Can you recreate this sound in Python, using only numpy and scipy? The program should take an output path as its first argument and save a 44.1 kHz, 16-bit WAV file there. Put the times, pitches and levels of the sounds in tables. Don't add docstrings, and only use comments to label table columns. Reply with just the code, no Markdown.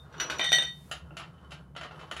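import sys
import numpy as np
from scipy import signal
from scipy.fft import rfft, irfft
from scipy.io import wavfile
from scipy.ndimage import uniform_filter1d, map_coordinates

SR = 44100
rng = np.random.default_rng(int(sys.argv[2]) if len(sys.argv) > 2 else 0)


def voltage_ratio(level):
    return 10 ** (np.asarray(level, float) / 20)


def generate_wav(sig):
    pcm = np.round(np.clip(np.atleast_2d(sig).T, -1, 1) * 32767).astype(np.int16)
    wavfile.write(sys.argv[1], SR, pcm)


N = 97020

# start in seconds, ring in dB, knock in dB, brightness in dB per octave.
GRIPPED_HITS = [
    (0.0657, -66, -55, -46),
    (0.1256, -58, -50.5, 0.5),
    (0.1412, -69, -40.5, -3.8),
    (0.167, -48, -42, -8.7),
    (.18, -41, -49, -5),
    (0.1995, -23.5, -21, -1.66),
    (0.299, -31.5, -20.5, -0.5),
    (0.343, -42, -37, -3.4),
    (0.384, -34.5, -48, 0.7),
]
# start in seconds, ring in dB, knock in dB, brightness in dB per octave.
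FREE_HITS = [(.3945, -25, -12.5, -1), (.412, -20.5, -35.5, -8), (.432, -34, -22, 0.7),
             (.442, -25.5, -22, 4.2), (.4474, -19, -37.5, -3), (.462, -26, -32.5, 0), (.4908, -22, -51, -4),
             (.512, -31, -35.5, 3.1), (.519, -22.5, -13.5, 4.5), (.5277, -8.5, -21.5, -0.4),
             (.55, -30, -38.5, 9.6), (.5845, -18, -19.5, -2.2), (.6, -27.5, -44, -7.5),
             (.622, -25, -24.5, 1.8)]
# start in seconds, ring in dB, knock in dB, brightness in dB per octave.
COLLAR_HITS = [(.9133, -26.5, -28, 1), (1.1071, -74, -40.5, -13), (1.1683, -37, -32, 1.6),
               (1.197, -43, -33, -3.2), (1.217, -45, -40.5, -4.5), (1.3791, -60.5, -53.5, -6),
               (1.507, -52, -44, 2.5), (1.518, -39, -35.5, -0.5), (1.751, -50, -43, -7),
               (1.763, -40, -31, -1.5), (1.8113, -36.5, -32, -3.5), (1.8313, -41, -33, -2),
               (1.847, -44, -40.5, -14), (1.9095, -63.5, -38, -5), (1.992, -54, -39.5, -2),
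               (2.012, -47, -39.5, -3.5), (2.073, -74, -54.5, .1), (2.1127, -30, -28, -1.5),
               (2.165, -33, -30.5, -1), (2.197, -34, -32.5, -10.7)]

# frequency in Hz, level in dB, t60 in seconds.
GRIPPED_MODES = [(2930, -5.5, 0.044), (3680, -10, .1), (4064, -18.5, 0.09), (4400, -10, 0.049),
                 (5862, -4.5, 0.18), (6940, -16, 0.076), (8495, -23, 0.031), (9440, -25.5, 0.071),
                 (11660, -35, 0.077), (11330, -27.5, .12), (11750, -24, 0.11)]
FREE_MODE_HZ = [1925, 3073, 3540, 3640, 3652, 4393, 5860, 5915, 6600, 8492, 10900, 11700, 14150, 15350]
# level in dB, t60 in seconds.
FREE_MODE_RING = [(-10.5, 0.34), (-14, 0.27), (-12, 0.012), (-2, 0.058), (-13.5, .3), (-23.5, .25),
                  (-18, 0.13), (-20.5, 0.17), (-27.5, 0.086), (-20.5, 0.073), (-41.5, 0.051), (-35, 0.051),
                  (-36.5, 0.088), (-50.5, .08)]
# frequency in Hz, level in dB, t60 in seconds.
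COLLAR_MODES = [(1194, -12, 0.045), (1433, -30.5, 0.056), (1830, -14, 0.088), (2954, -4.5, 0.052),
                (3073, -7.5, 0.077), (3700, -12.5, 0.039), (6630, -7.5, 0.013), (7290, -12.5, 0.021),
                (9700, -24.5, 0.047), (10110, -21, 0.1), (11100, -33, .07), (12690, -40, .07),
                (15200, -34, 0.098)]

# frequency in Hz, level in dB, t60 in seconds.
GRIPPED_THUMP = [(500, -15.5, 0.0067), (1535, 3, 0.012), (1850, -5.5, 0.004)]
FREE_THUMP = [(678, -4, 0.011), (1550, -3.5, 0.013), (2300, -1.5, 0.0079)]
COLLAR_THUMP = [(670, -3.5, 0.0165), (1366, -3, .03), (2730, -9, 0.032)]
# shudder t60 in seconds, shudder in dB, crack in dB,
# choke of the old ring per new contact in dB.
CONTACT = [
    (0.087, -8, -3, -4),
    (0.043, -14, -5, -7.5),
    (0.07, -5.5, -34, -12.5),
]
# frequency in Hz, level in dB.
KNOCK_SPECTRUM = [(150, -45.5), (300, -14), (800, -7.5), (1400, -5), (3100, -4), (4500, -10.5),
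                  (11500, -31), (13000, -44), (15900, -56)]

# time in seconds, level in dB.
SCRAPE_LEVEL = [(0.0, -65), (0.16, -49.5), (0.22, -45), (0.32, -44.5), (0.37, -42.5), (0.45, -53.5),
                (0.52, -66), (0.58, -77), (0.69, -58), (0.75, -78), (1.0, -60), (1.11, -62), (1.48, -60.5),
                (1.57, -58), (1.81, -83.5), (1.94, -54), (2.02, -51), (2.2, -57)]
# frequency in Hz, level in dB per Hz.
SCRAPE_SPECTRUM = [(150, -47.5), (250, -10), (308, -0.5), (428, 0.5), (918, -2), (1420, 0), (2300, -22),
                   (3620, -20.5), (15800, -45)]
# frequency in Hz, then level in dB.
SING_HZ = [3015, 10050]
SING_DB = [-13.5, -29.5]

# level in dB, t60 in seconds.
LEFTOVER_RING = (-51, 0.19)
# frequency in Hz, level in dB.
FURNACE_SPECTRUM = [(30, -24.5), (50, -14), (68, 2), (110, -13), (150, 1.5), (200, -13), (300, -22.5),
                    (1000, -30), (5000, -68), (20000, -120)]
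# frequency in Hz, t60 in seconds.
ROOM_T60 = [(300, 0.23), (1500, 0.25), (4000, 0.23), (12000, 0.17)]
# time in seconds, level in dB.
HISS_LEVEL = [(0, -78), (.2, -92), (.4, -80), (.6, -75.5), (.9, -70), (.96, -83.5), (1.6, -87.5),
              (2.2, -85.5)]
# frequency in Hz, level in dB per Hz.
HISS_SPECTRUM = [(300, 0.5), (2000, 5.5), (6000, 2.5), (11000, 3.5), (16000, -6)]

RISE_S, PIVOT_HZ = 0.0006, 3120
SCATTER_DB, SCATTER_RAD = 1.5, 0.3
CRACK_T60_S, CRACK_DULL_HZ = 0.0097, 3240
SWELL_S = 0.0028
RING_ROOM_DB, ROOM_DB, ROOM_DELAY_S = -2.5, -1, 0.006
GRAINS_PER_S, GRAIN_SPREAD_DB, UNEVEN_DB = 3000, 3, 1.5
SING_FROM_S, SING_WIDTH_HZ = 0.91, 23
LEFTOVER_HZ = 3649
FURNACE_DB, FURNACE_SWAY_DB = -50.5, 0.5
HISS_DB = 5.5
LOW_CUT_HZ, TOP_HZ = 58, 15900


def unit(x):
    return x / np.sqrt(np.mean(x ** 2) + 1e-20)


def along(points, hz):
    f, v = np.transpose(points)
    return np.interp(np.log(hz + 1), np.log(f + 1), v)


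def curve(rows):
    return np.interp(np.arange(N) / SR, *np.transpose(rows))


def coloured(x, spectrum):
    hz = np.fft.rfftfreq(len(x), 1 / SR)
    gain = voltage_ratio(along([(10, -120)] + list(spectrum), hz))
    return unit(irfft(rfft(x) * gain, len(x)))


def wobble(knots_per_s):
    knots = rng.standard_normal(int(N * knots_per_s / SR) + 4)
    return map_coordinates(knots, [np.arange(N) * knots_per_s / SR])


def room(x, wet_db=ROOM_DB):
    hz, t, z = signal.stft(rng.standard_normal(SR // 2), SR, nperseg=256)
    decay = voltage_ratio(-60 * t / along(ROOM_T60, hz)[:, None])
    tail = signal.istft(z * decay, SR, nperseg=256)[1]
    tail = np.pad(tail / np.linalg.norm(tail), (int(ROOM_DELAY_S * SR), 0))
    return x + voltage_ratio(wet_db) * signal.fftconvolve(x, tail)[:len(x)]


def ringing(modes, bright_db, t):
    hz, level_db, t60_s = np.transpose(modes)[:, :, None]
    chance = rng.standard_normal((2, len(modes), 1))
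    start_db = level_db + bright_db * np.log2(hz / PIVOT_HZ) + SCATTER_DB * chance[0]
    tones = np.sin(2 * np.pi * hz * t + SCATTER_RAD * chance[1])
    return (voltage_ratio(start_db - 60 * t / t60_s) * tones).sum(0) * (1 - np.exp(-t / RISE_S))


def blows(hits, modes, thump_modes, shudder_t60_s, shudder_db, crack_db, choke_db):
    out = np.zeros(N + SR)
    t = np.arange(SR // 2) / SR
    soften = signal.butter(2, min(CRACK_DULL_HZ, SR / 3), fs=SR)
    times = np.transpose(hits)[0]
    for start_s, ring_db, knock_db, bright_db in hits:
        later_contacts = np.searchsorted(times[times > start_s], start_s + t)
        choke = uniform_filter1d(voltage_ratio(choke_db * later_contacts), size=60)
        ring = ringing(modes, bright_db, t) * choke

        spectrum = [(hz, db + bright_db * np.log2(hz / PIVOT_HZ)) for hz, db in KNOCK_SPECTRUM]
        noise = coloured(rng.standard_normal(len(t)), spectrum)
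        crack = noise * voltage_ratio(crack_db - 60 * t / CRACK_T60_S) * (1 - np.exp(-t / RISE_S))
        crack = signal.lfilter(*soften, crack)
        thump = ringing(thump_modes, 0, t)
        shudder = noise * voltage_ratio(shudder_db - 60 * t / shudder_t60_s) * (1 - np.exp(-t / SWELL_S))
        knock = crack + thump + shudder

        blow = voltage_ratio(ring_db) * room(ring, RING_ROOM_DB) + voltage_ratio(knock_db) * room(knock)
        out[round(start_s * SR):][:len(t)] += blow
    return out[:N]


def scrape():
    struck = rng.random(N) < GRAINS_PER_S / SR
    grains = struck * voltage_ratio(GRAIN_SPREAD_DB * rng.standard_normal(N)) * rng.standard_normal(N)
    sing = np.zeros(N)
    for hz, db in zip(SING_HZ, SING_DB):
        resonance = signal.iirpeak(hz, hz / SING_WIDTH_HZ, SR)
        sing += voltage_ratio(db) * unit(signal.lfilter(*resonance, grains))
    sing *= np.arange(N) > SING_FROM_S * SR
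    rub = unit(room(coloured(grains, SCRAPE_SPECTRUM)))
    return voltage_ratio(curve(SCRAPE_LEVEL) + UNEVEN_DB * wobble(25)) * (rub + sing)


def leftover():
    t = np.arange(N) / SR
    level_db, t60_s = LEFTOVER_RING
    return voltage_ratio(level_db - 60 * t / t60_s) * np.sin(2 * np.pi * LEFTOVER_HZ * t)


def furnace():
    level_db = FURNACE_DB + FURNACE_SWAY_DB * wobble(5.59)
    return voltage_ratio(level_db) * coloured(rng.standard_normal(N), FURNACE_SPECTRUM)


def hiss():
    return voltage_ratio(curve(HISS_LEVEL) + HISS_DB) * coloured(rng.standard_normal(N), HISS_SPECTRUM)


def scene():
    free_modes = np.column_stack([FREE_MODE_HZ, FREE_MODE_RING])
    metal = blows(GRIPPED_HITS, GRIPPED_MODES, GRIPPED_THUMP, *CONTACT[0])
    metal += blows(FREE_HITS, free_modes, FREE_THUMP, *CONTACT[1])
    metal += blows(COLLAR_HITS, COLLAR_MODES, COLLAR_THUMP, *CONTACT[2])
    return (metal + scrape() + leftover() + furnace())[None]


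def roll_off(x):
    return signal.sosfilt(signal.butter(12, 16200, fs=SR, output="sos"), x)


def record(dry):
    hz = np.fft.rfftfreq(N, 1 / SR)
    low_cut = 1 / np.sqrt(1 + (LOW_CUT_HZ / (hz + 1)) ** 6)
    mix = irfft(rfft(dry + hiss()) * (hz < TOP_HZ) * low_cut, N)
    return roll_off(mix)


dry = scene()
out = record(dry)
generate_wav(out)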